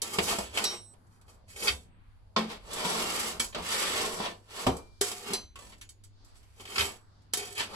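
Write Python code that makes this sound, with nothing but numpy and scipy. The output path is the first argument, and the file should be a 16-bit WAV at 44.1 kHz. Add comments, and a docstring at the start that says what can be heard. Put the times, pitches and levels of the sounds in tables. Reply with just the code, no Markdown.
"""A quiet workshop, stereo camera microphone two metres from a steel sheet on a wooden bench.
First a steel square is knocked and slid on the sheet; near 1.6 s a scriber scores it, catching on the
burr. From 2.6 s the sheet is dragged round in three pulls, and at 4.7 s it drops and the bench booms.
The square clacks again, a second line is scored near 6.7 s, and a few knocks and slides end the work.
Every blow and stick-slip scrape rings the sheet's dense modes, over room hush and mains hum."""
import sys
import numpy as np
from scipy import signal
from scipy.fft import rfft, irfft, next_fast_len
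from scipy.io import wavfile
from scipy.ndimage import uniform_filter1d

SR = 44100
rng = np.random.default_rng(int(sys.argv[2]) if len(sys.argv) > 2 else 0)


def write(x):
    x = np.atleast_2d(x).T
    wavfile.write(sys.argv[1], SR, np.round(np.clip(x, -1, 1) * 32767).astype(np.int16))


N = 341773
PLACES = 4  # contact places on the sheet
TOP_HZ = 16000  # upper edge of the dense modes and of the recorder

# The sheet's colour from the microphone position. Each row: frequency in Hz, relative level in dB.
SHEET_COLOUR = [(82, -30), (140, -18.5), (178, -2), (316, -6), (393, -2.5), (868, -3.5), (997, -3),
                (1740, -8.5), (2280, -4.5), (2600, -6), (3090, -4.5), (4000, -8), (6960, -17.5),
                (7840, -10), (8830, -19.5), (13700, -27.5), (16000, -43)]
# The sheet's damping. Each row: frequency in Hz, typical time to fall 60 dB (t60) in seconds.
SHEET_DECAY = [(100, 0.37), (1000, 0.14), (4000, 0.12), (16000, 0.093)]
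# Left-right balance of the microphone: the right side resonates near 4.5 and 7.8 kHz, the left near
# 10.5 kHz. Each row: frequency in Hz, left minus right in dB.
MIC_BALANCE = [(100, -0.5), (250, 1), (1000, 0), (1800, 0.5), (2250, -2), (2800, 0.5), (3900, -1.5),
               (4520, -7.5), (5200, 1.5), (6500, -5), (7200, -6), (7780, -12), (8700, -1), (10500, 10.5),
               (12000, 3.5), (15000, 2)]
# Hard knocks. Each row: start in seconds, crack (mids) in dB, thud (lows) and tick (highs) in dB above
# the crack, the note that the place favours in Hz, its level in dB.
HARD_KNOCKS = [(0.0183, -36, -14, 12, 414, -44.5), (.185, -17.5, 0, -15, 189, -33.5),
               (0.324, -30.5, 5, -4.5, 676, -32.5), (0.3855, -30.5, 6.5, -0.5, 202, -36.5),
               (0.5733, -20.5, -22, -13, 693, -36.5), (0.64, -27, -22.5, 3.5, 422, -37.5),
               (2.363, -16, -6.5, -37, 1068, -22), (2.8485, -29, -3, -17, 974, -29.5),
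               (3.399, -23, -10.5, -0.5, 231, -39), (3.547, -27.5, -14, -17, 610, -35.5),
               (4.201, -32.5, 5, -12, 205, -34), (4.6662, -22, 8.5, -7.5, 261.5, -18.5),
               (4.671, -32.5, 7.5, -12, 760, -25), (4.696, -38, 7, -9, 500, -34.5),
               (5.012, -22, -8, 2, 400.4, -25.5), (5.115, -32.5, -4.5, -0.5, 394, -40),
               (5.334, -25.5, -5, -0.5, 480, -44), (5.557, -41.5, -8, -6, 1104, -46),
               (5.5889, -45.5, -2, -1, 1158, -49.5), (7.335, -26.5, -13.5, 6, 405, -41.5),
               (7.3712, -34, -8, 7.5, 430.2, -43), (7.579, -28, -9, -5, 4880, -42.5)]
# Fingers and tool tips. Each row: start in seconds, crack in dB, thud and tick in dB above the crack.
LIGHT_TAPS = [(0.936, -60, 3, -8), (1.067, -72, -3, 4), (1.2131, -61, -9, 1), (1.28, -58.5, -5, -6),
              (1.4812, -60, -20, -4), (1.5606, -42, -5, -1), (2.7316, -42, -9, 11), (3.526, -42, -4, -22),
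              (4.7666, -49.5, 1, 8.5), (5.78, -64, -20, 5), (5.665, -52, -13, -8),
              (5.7214, -46.5, -12, -14), (5.731, -50.5, -5, -9), (5.8129, -40.5, -27, -3),
              (5.893, -54, -24, 8), (6.038, -56.5, -13, 7), (6.246, -62, -8.5, 7.5),
              (6.3547, -55.5, -10, -3), (6.4296, -58, -10, -3), (6.597, -45.5, 0.5, -11),
              (6.6057, -46.5, -3, 1), (6.653, -40.5, -6, -6), (7.22, -73, -20, 3), (7.525, -52, -13, 8),
              (7.551, -56, -15, 12)]
# The scriber catching on the burr. Each row: start in seconds, crack in dB, note in Hz, note in dB.
BURR_CATCHES = [(1.615, -46, 7000, -44), (1.624, -35, 5330, -41), (1.63, -42, 517, -40),
                (1.648, -38, 474, -31), (1.6727, -23, 2200, -32), (1.681, -19, 4597, -26),
                (1.689, -25, 3100, -29.5), (6.6755, -46, 3120, -50), (6.7197, -44, 3110, -46.5),
                (6.758, -25.5, 7000, -40), (6.781, -19.5, 5480, -33.5), (6.795, -23.5, 2526, -24.5),
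                (6.808, -19.5, 3050, -29.5), (6.822, -33.5, 2500, -32)]
# Tools sliding on the sheet. Each row: touch, full pressure and lift in seconds, scrape in dB when full
# and at the lift, rumble and hiss in dB above the scrape.
TOOL_STROKES = [(0.017, 0.023, 0.17, -43, -47.5, -2.5, 0), (0.066, 0.139, 0.2, -45, -46, 5, 0),
                (0.172, 0.238, 0.41, -41, -50, -3, 7.5), (0.21, 0.28, 0.47, -31.5, -49.5, -3, -9),
                (0.5, 0.569, 0.74, -34, -47, -1.5, -5), (1.06, 1.11, 1.16, -79, -76, -14, 2),
                (1.243, 1.3, 1.29, -60.5, -63, 2.5, 2.5), (1.465, 1.49, 1.72, -62, -62.5, -11, 1.5),
                (1.53, 1.643, 1.673, -39.5, -35.5, -1, 3.5), (2.362, 2.375, 2.437, -31.5, -48, 2, -13.5),
                (2.43, 2.509, 2.573, -36.5, -53.5, -2.5, -11), (3.4, 3.411, 3.49, -43.5, -58.5, -2, 6),
                (4.68, 4.682, 5.21, -44, -130, 10.5, -3), (5.02, 5.039, 5.36, -39.5, -61.5, -7.5, 1),
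                (5.14, 5.29, 5.33, -40, -39, -3.5, -6.5), (5.56, 5.593, 5.72, -56, -63.5, 0.5, -1),
                (5.82, 5.825, 5.8, -79, -86, -18.5, 17.5), (6.251, 6.267, 6.9, -72.5, -79, -3.5, -0.5),
                (6.33, 6.371, 6.2, -69, -76, 0.5, 7), (6.5, 6.627, 6.65, -56, -62, -1, -1.5),
                (6.653, 6.69, 6.87, -49.5, -43.5, -2.5, -3), (6.697, 6.798, 6.845, -34, -42.5, -4.5, 0.5),
                (6.828, 6.83, 6.93, -50, -57, 0.5, -2.5), (7.346, 7.378, 7.52, -44.5, -53, -10, -1.5),
                (7.543, 7.602, 7.67, -28.5, -52.5, -9.5, -10), (7.647, 7.743, 7.6, -43.5, -47, 4.5, -7.5)]
# The sheet dragged over the bench, one list per pull.
# Each row: time in seconds, scrape in dB, rumble and hiss in dB above the scrape.
SHEET_PULLS = [
    [(2.62, -76, 3, -3), (2.634, -65, 8, -5), (2.73, -39, -3, -6.5), (2.884, -34.5, 0, -6.5),
     (3.188, -34.5, -5, -3), (3.31, -39.5, -2, -2), (3.39, -54.5, 4, -4)],
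    [(3.555, -41, 8, -21), (3.627, -42.5, -3.5, -5.5), (3.705, -32, -9, -5.5), (3.995, -31.5, -3.5, -6.5),
     (4.155, -43.5, 1.5, -2), (4.259, -34, -2.5, -15.5), (4.42, -79.5, 8.5, 0)],
    [(4.42, -72, 5, 2.5), (4.446, -72, -5.5, -6), (4.502, -51.5, -4.5, -6), (4.594, -36.5, -2, -4.5),
     (4.62, -41.5, -3.5, -1), (4.646, -39, -0.5, -9), (4.66, -67.5, 14, 18)],
]
# Free rings of the sheet's clearest notes, the square's blade and stock, its clack on the sheet, and the
# scriber. Each row: frequency in Hz, relative level in dB, t60 in seconds, left minus right in dB.
SHEET_MODES = [(174.3, -10, .5, 0.5), (219.9, -5, 0.63, 0), (372.5, -8, 0.17, 1), (430, -9.5, .2, 0),
               (485, -7, 0.18, 0), (662, -5.5, 0.18, 0), (808, -12, 0.19, -0.5), (978, -9.5, .2, -0.5),
               (1188, -8.5, 0.12, 1.5), (1260, -8.5, 0.069, -2.5), (1540, -16, 0.17, -1),
               (1840, -12.5, 0.22, -1.5), (2240, -14, 0.3, -8), (2630, -14, 0.19, -2.5)]
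BLADE_MODES = [(4020, -16, 0.5, 0), (4073, -0.5, .24, 4), (4300, -12.5, 0.34, 2), (4880, -5, 0.23, -8.5),
               (6095, -6.5, 0.36, -2), (11285, -23.5, .2, 0)]
STOCK_MODES = [(408, -3, 0.51, 0.0014), (724, -8, 1.1, 0), (455, -10, .4, 0.00098), (3070, -4.5, 0.096, 0)]
CLACK_MODES = [(2240, -7, 0.073, 1.5), (3120, -2, .16, -1), (3730, -1.5, 0.11, -5), (4500, -5, 0.13, -11),
               (5270, -4.5, 0.11, 12.5), (5700, -10, .2, 3.5), (6000, -4.5, 0.14, 2),
               (6460, -8.5, .25, -4.5), (6850, -7, 0.43, 0), (7140, -7.5, 0.18, -6), (7770, 0, .15, -21),
               (7770, 0.5, 0.17, -13.5), (8100, -5, .16, -7.5), (10530, -3, .12, 14)]
SCRIBER_MODES = [(3794, -3, .27, -3), (5583, 0, .32, 0), (8096, -17, 1.5, -15), (8218, -27, 1.0, -11),
                 (8627, -34, .7, -13), (10589, -38, 1.0, 6)]
# The blows that start those rings. Each row: start and stop in seconds, factor on t60, level in dB.
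SHEET_HITS = [(.186, .3, 0.46, -30.5), (.324, .45, .6, -40), (.386, .5, .6, -43),
              (2.366, 2.497, 1.08, -25.5), (2.849, 3, .6, -45), (4.201, 4.35, 0.71, -41),
              (4.667, 4.849, 0.32, -27)]
BLADE_HITS = [(0.642, .942, 1, -29.5), (3.396, 3.54, 0.34, -45), (4.665, 5.01, 1, -42.5),
              (5.335, 5.56, 0.87, -29), (7.329, 7.583, .6, -50)]
STOCK_HITS = [(5.0107, 5.305, 0.95, -37), (7.339, 7.576, 1.26, -42)]
CLACK_HITS = [(0.018, .18, 1.1, -39.5), (3.397, 3.54, 0.89, -36), (5.01, 5.3, 1.3, -36.5),
              (5.115, 5.3, 1, -46), (5.556, 5.7, 1.1, -62), (5.72, 5.8, .7, -66), (5.812, 5.888, 0.85, -53),
              (5.891, 6.03, 0.6, -54), (6.037, 6.199, .8, -64), (7.337, 7.568, 1.3, -38.5),
              (7.372, 7.57, 1, -42)]
SCRIBER_HITS = [(0.652, 0.944, 1.12, -28), (1.69, 2.2, 0.36, -40), (4.66, 5.02, 0.59, -48)]
# Metal rings that follow one blow only. Each row: start and stop in seconds, frequency in Hz,
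# level in dB, t60 in seconds, left minus right in dB.
LONE_PINGS = [(3.40, 3.54, 2290, -30, .12, 0), (3.40, 3.54, 3100, -35, .15, 0),
              (3.40, 3.54, 3350, -26, .07, 0), (3.40, 3.54, 5303, -31, .1, 0),
              (4.667, 5.01, 2364, -55, 1.0, 13), (5.333, 5.555, 9281, -42, .17, 13),
              (5.333, 5.555, 10149, -47, .2, 13), (6.81, 7.2, 7862, -39, .37, -20),
              (6.81, 7.2, 11285, -44, .3, 0)]
# The square's low modes, plus broad treble resonances of microphone and room that scrapes and knocks
# excite. Each row: frequency in Hz, width in Hz, relative level in dB.
DRIVEN_PEAKS = [(405, 20, 0), (455, 25, -5), (728, 14, -5), (2240, 45, 1), (2520, 70, 0), (3120, 55, 0),
                (4520, 140, -4), (5770, 150, -5), (6950, 200, -7), (7870, 160, -2)]
# How hard those peaks are driven as the work goes on.
# Each row: start in seconds, drive of the treble peaks in dB, drive of the square's low modes in dB.
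PEAK_DRIVE = [(0, -3, -7.5), (.99, 1.5, 7), (2.356, -25, -27.5), (3.39, -1, -20), (3.54, -31, -32),
              (4.671, -3.5, -26), (5.005, -9.5, 4.5), (5.55, -22, -19), (6.549, 1, 1.5), (7.331, -1.5, 12),
              (7.39, 4, 16.5), (7.575, -4, -11)]
# The bench under heavy moves. Each row: start in seconds, frequency in Hz, level in dB.
BENCH_BOOMS = [(0.192, 76.4, -34.5), (.39, 61, -36), (1.699, 69.3, -31), (2.85, 176.5, -25),
               (3.572, 72, -38), (4.668, 70, -25), (4.667, 125, -21.5), (5.305, 196, -29),
               (6.79, 78.2, -29.5)]
# The workshop's room tone. Each row: frequency in Hz, relative spectral density in dB.
ROOM_TONE = [(15, -9), (25, -7), (70, -5), (125, -16.5), (250, -20), (500, -31), (1000, -33.5),
             (2000, -40.5), (4500, -45), (6000, -51.5), (7800, -52.5), (9000, -54), (12500, -55.5),
             (14000, -64.5)]
# Resonances of the microphone capsule. 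Each row: frequency in Hz, width in Hz, gain in dB.
MIC_RESONANCES = [(4615, 340, 4), (8500, 300, -4), (10610, 1100, 6.5)]


def sheet_response(f, size, count=1300, clear_note_db=4, click_db=-8, left_lag_s=.00018):
    """A plate's evenly dense modes, as spectra from each contact place to each side of the microphone."""
    t = np.arange(SR // 4) / SR
    scatter = rng.standard_normal((count, 2))
    dense_hz = 140 + (np.arange(count) + .4 * scatter[:, 0]) * TOP_HZ / count
    dense_t60 = at(SHEET_DECAY, dense_hz) * np.exp(.25 * scatter[:, 1])
    note_hz, note_db, note_t60, _ = np.transpose(SHEET_MODES)
    hz = np.r_[dense_hz, note_hz]
    t60 = np.r_[dense_t60, np.minimum(note_t60, .22)]
    base = undb(at(SHEET_COLOUR, hz) + np.r_[np.zeros(count), clear_note_db + .5 * note_db]) / np.sqrt(t60)
    # each place favours its own modes and 350 Hz regions; over all places this evens out
    gain = base * undb(4.23 * rng.standard_normal((PLACES, 1, len(hz))))
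    region = hz / 350 + 50 * np.arange(PLACES)[:, None, None]
    gain *= undb(1.8 * np.interp(region, np.arange(350), rng.standard_normal(350)))
    gain *= base / np.sqrt(np.mean(gain ** 2, axis=0))
    spread = 2 * np.tanh((hz / 640) ** 2)  # short waves reach left and right with unlike phase
    phase = rng.uniform(0, 2 * np.pi, gain.shape) + spread * rng.standard_normal((PLACES, 2, len(hz)))
    modes = np.exp(np.outer(2j * np.pi * hz - np.log(1000) / t60, t).astype(np.complex64))
    ringing = rfft(((gain * np.exp(1j * phase)).astype(np.complex64) @ modes).imag, size)
    # the contact is also heard directly: a causal click of the same colour, on the right side first
    cepstrum = irfft(np.log(undb(at(SHEET_COLOUR, f))), size)
    log_click = rfft(np.r_[cepstrum[0], 2 * cepstrum[1:256]], size)
    click = np.exp(log_click - 2j * np.pi * f * np.array([[left_lag_s], [0]]))
    lean = sides(at(MIC_BALANCE, f))
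    return (level(ringing, 0) + level(click, click_db)) * lean / np.sqrt(np.mean(lean ** 2, axis=0))


def sheet(force):
    """The steel sheet rung by force[band, place], the bands being lows, mids and highs."""
    size = next_fast_len(N + SR // 4)
    f = np.arange(size // 2 + 1) * SR / size
    response = sheet_response(f, size)
    spectrum = 0
    for push, (edge_hz, kind) in zip(force, [(1200, "low"), ((1200, 5500), "band"), (5500, "high")]):
        crossover = signal.butter(3, edge_hz, kind, fs=SR, output="sos")
        band = level(response * signal.sosfreqz(crossover, f, fs=SR)[1], 0)
        spectrum += (band * rfft(push, size)[:, None]).sum(axis=0)
    return irfft(spectrum, size)[:, :N]


def blows(catch_thud_db=-30.5, catch_tick_db=-19.5, push_db=21.5):
    """Force of knocks, taps and catches: short rough pushes, raised as the sheet spreads them in time."""
    force = np.zeros((3, PLACES, N))
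    t = np.arange(SR // 10) / SR
    catches = [(s, db, catch_thud_db, catch_tick_db) for s, db, _, _ in BURR_CATCHES]
    for rows, contact_s in ((HARD_KNOCKS, .004), (LIGHT_TAPS, .0066), (catches, .003)):
        for start, db, thud_db, tick_db, *_ in rows:
            place = undb(8 * rng.standard_normal((PLACES, 1)))  # one place takes most of the blow
            push = place * rng.standard_normal((PLACES, len(t))) * np.exp(-t / contact_s)
            strength = undb(db + push_db + np.array([thud_db, 0, tick_db]))
            add(force, start, strength[:, None, None] * push / np.sqrt(np.sum(push ** 2)))
    return force


def rubbing(touch_db=-28.5, release_db_per_s=260, grit_db=2, drag_hiss_db=.5):
    """Stick-slip force of tools and dragged sheet: dense slips whose pressure judders and place wanders."""
    t = np.arange(N) / SR
    slips = level(rng.standard_normal((PLACES, N)) * undb(2.5 * rng.exponential(size=(PLACES, N))), 0)
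    wander = np.array([walk(9) for _ in range(PLACES)])
    judder = walk(45)

    def pressure(wander_db, judder_db):
        share = undb(wander_db * wander)
        return share / np.sqrt(np.sum(share ** 2, axis=0)) * undb(judder_db * judder)

    stroke_power, drag_power = np.zeros((2, 3, N))
    for touch, full, lift, db, lift_db, rumble_db, hiss_db in TOOL_STROKES:
        span = t[int(touch * SR):int((lift + .5) * SR)]
        times = np.maximum.accumulate([touch, full, lift, lift + 1])
        scrape_db = np.interp(span, times, [db + touch_db, db, lift_db, lift_db - release_db_per_s])
        add(stroke_power, touch, undb(scrape_db + np.array([[rumble_db], [0], [hiss_db]])) ** 2)
    for pull in SHEET_PULLS:
        times, db, rumble_db, hiss_db = np.transpose(pull)
        span = t[int(times[0] * SR):int(times[-1] * SR)]
        band_db = [np.interp(span, times, db + above) for above in (rumble_db, 0, hiss_db + drag_hiss_db)]
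        add(drag_power, times[0], undb(band_db) ** 2)
    grit = undb(grit_db * np.array([[0], [.5], [1]]) * walk(160))  # the hiss stutters most
    strokes = (np.sqrt(stroke_power) * grit)[:, None] * pressure(wander_db=7, judder_db=1)
    drags = (np.sqrt(drag_power) * grit)[:, None] * pressure(wander_db=6, judder_db=.6)
    return slips * (strokes + drags)


def place_notes():
    """Each knock and catch briefly sounds the note that its place on the sheet favours."""
    out = np.zeros((2, N))
    for rows, t60 in ((HARD_KNOCKS, .16), (BURR_CATCHES, .09)):
        for start, *_, hz, db in rows:
            add(out, start, undb(db) * ring(hz, t60, .4) * sides(at(MIC_BALANCE, hz))[:, None])
    return out


def free_rings(grip_s=.004):
    """Square, scriber and sheet ring on until gripped; each mode meets left and right out of step."""
    out = np.zeros((2, N))
    parts = [(BLADE_MODES, BLADE_HITS), (SCRIBER_MODES, SCRIBER_HITS), (STOCK_MODES, STOCK_HITS),
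             (CLACK_MODES, CLACK_HITS), (SHEET_MODES, SHEET_HITS)]
    rings = [(start, stop, hz, db + mode_db, t60_factor * t60, pan_db)
             for modes, hits in parts
             for start, stop, t60_factor, db in hits
             for hz, mode_db, t60, pan_db in modes]
    for start, stop, hz, db, t60, pan_db in LONE_PINGS + rings:
        fade = np.clip(np.arange(int((stop - start) * SR))[::-1] / (grip_s * SR), 0, 1)
        right_lead = rng.uniform(.7, 1.4) * min(hz / 2000, 1)
        phase = np.array([[0], [right_lead]]) + np.pi * rng.integers(2)
        add(out, start, level(sides(pan_db), db)[:, None] * fade * ring(hz, t60, stop - start, phase))
    return out


def driven_resonances(force, left_lag_samples=13):
    """Scrapes and knocks excite the square's low modes and broad treble peaks of microphone and room."""
    starts, treble_db, low_db = np.transpose(PEAK_DRIVE)
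    row = np.maximum(np.searchsorted(starts, np.arange(N) / SR) - 1, 0)
    drive = force.sum(axis=1) * undb([low_db, treble_db, treble_db])[:, row]
    out = np.zeros((2, N))
    for hz, width, db in DRIVEN_PEAKS:
        band = int(hz > 1200) + int(hz > 5500)
        peak = undb(db) * np.sqrt(1000 / width) * resonate(drive[band], hz, width)
        out += peak * sides(at(MIC_BALANCE, hz))[:, None]
    return np.array([np.roll(out[0], left_lag_samples), out[1]])  # the right side hears it first


def bench(t60_cycles=19.5):
    """Bench and sheet boom: a pair of low modes that swells over a cycle and dies away."""
    out = np.zeros((2, N))
    phase = np.array([[0], [.35]])
    for start, hz, db in BENCH_BOOMS:
        t60 = t60_cycles / hz
        boom = ring(hz, t60, .5, phase) + .5 * ring(1.3 * hz, .81 * t60, .5, -phase)
        swell = 1 - np.exp(-np.arange(boom.shape[1]) * hz / SR)
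        add(out, start, undb(db) * boom * swell)
    return out


def workshop(hush_db=-56.5, flicker_db=3.83, hum_hz=99.6, hum_db=-59.5):
    """Room tone: octave bands of hush that flicker separately, and a wavering mains hum in the centre."""
    f = np.arange(N // 2 + 1) * SR / N
    mid, side = rfft(rng.standard_normal((2, N))) * undb(at(ROOM_TONE, f))
    side *= np.clip(f / 600 + (30 / np.maximum(f, 30)) ** 2, 0, 1)  # narrow bass, wide deep rumble
    hush = np.zeros((2, N))
    for hz in 20 * 2. ** np.arange(10):
        band = np.clip(1 - np.abs(np.log2(np.maximum(f, 20) / hz)), 0, 1)
        hush += irfft(np.array([mid + side, mid - side]) * band, N) * undb(flicker_db * walk(5.5))
    hum_phase = 2 * np.pi * np.cumsum(hum_hz + .4 * walk(3)) / SR
    return level(hush, hush_db) + np.sin(hum_phase) * undb(hum_db + 1.5 * walk(9))


def undb(db):
    """Decibels as amplitude."""
    return 10 ** (np.asarray(db) / 20)


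def level(x, db):
    """x scaled to an RMS of db."""
    return x * undb(db) / np.sqrt(np.mean(np.abs(x) ** 2))


def at(table, hz):
    """A (Hz, value) table read on a log-frequency axis."""
    f, values = np.transpose(table)
    return np.interp(np.log(np.maximum(hz, 1)), np.log(f), values)


def walk(rate):
    """Random levels held 1 / rate seconds and smoothed twice; spread near 1."""
    hold = int(SR / rate)
    steps = np.repeat(rng.standard_normal(N // hold + 1), hold)
    return 1.7 * uniform_filter1d(uniform_filter1d(steps, hold), hold)[:N]


def ring(hz, t60, length_s, phase=0.):
    """A freely decaying mode."""
    t = np.arange(int(length_s * SR)) / SR
    return np.sin(2 * np.pi * hz * t + phase) * np.exp(-np.log(1000) * t / t60)


def resonate(x, hz, width_hz):
    """x through one resonance."""
    return signal.lfilter(*signal.iirpeak(hz, hz / width_hz, SR), x)


def add(track, start_s, sound):
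    """Mix a sound into the track."""
    i = int(start_s * SR)
    track[..., i:i + sound.shape[-1]] += sound[..., :N - i]


def sides(pan_db):
    """Left and right gains, pan_db apart."""
    return undb(np.array([pan_db, -pan_db]) / 2)


def scene():
    """The work on the bench and the room around it, from two metres away."""
    force = blows() + rubbing()
    return sheet(force) + place_notes() + free_rings() + driven_resonances(force) + bench() + workshop()


def record(dry):
    """The microphone capsule lifts two treble bands and dips one; the recorder cuts the top."""
    for hz, width, db in MIC_RESONANCES:
        dry = dry + (undb(db) - 1) * resonate(dry, hz, width)
    return signal.sosfilt(signal.ellip(10, .2, 80, TOP_HZ, fs=SR, output="sos"), dry)


dry = scene()
out = record(dry)
write(out)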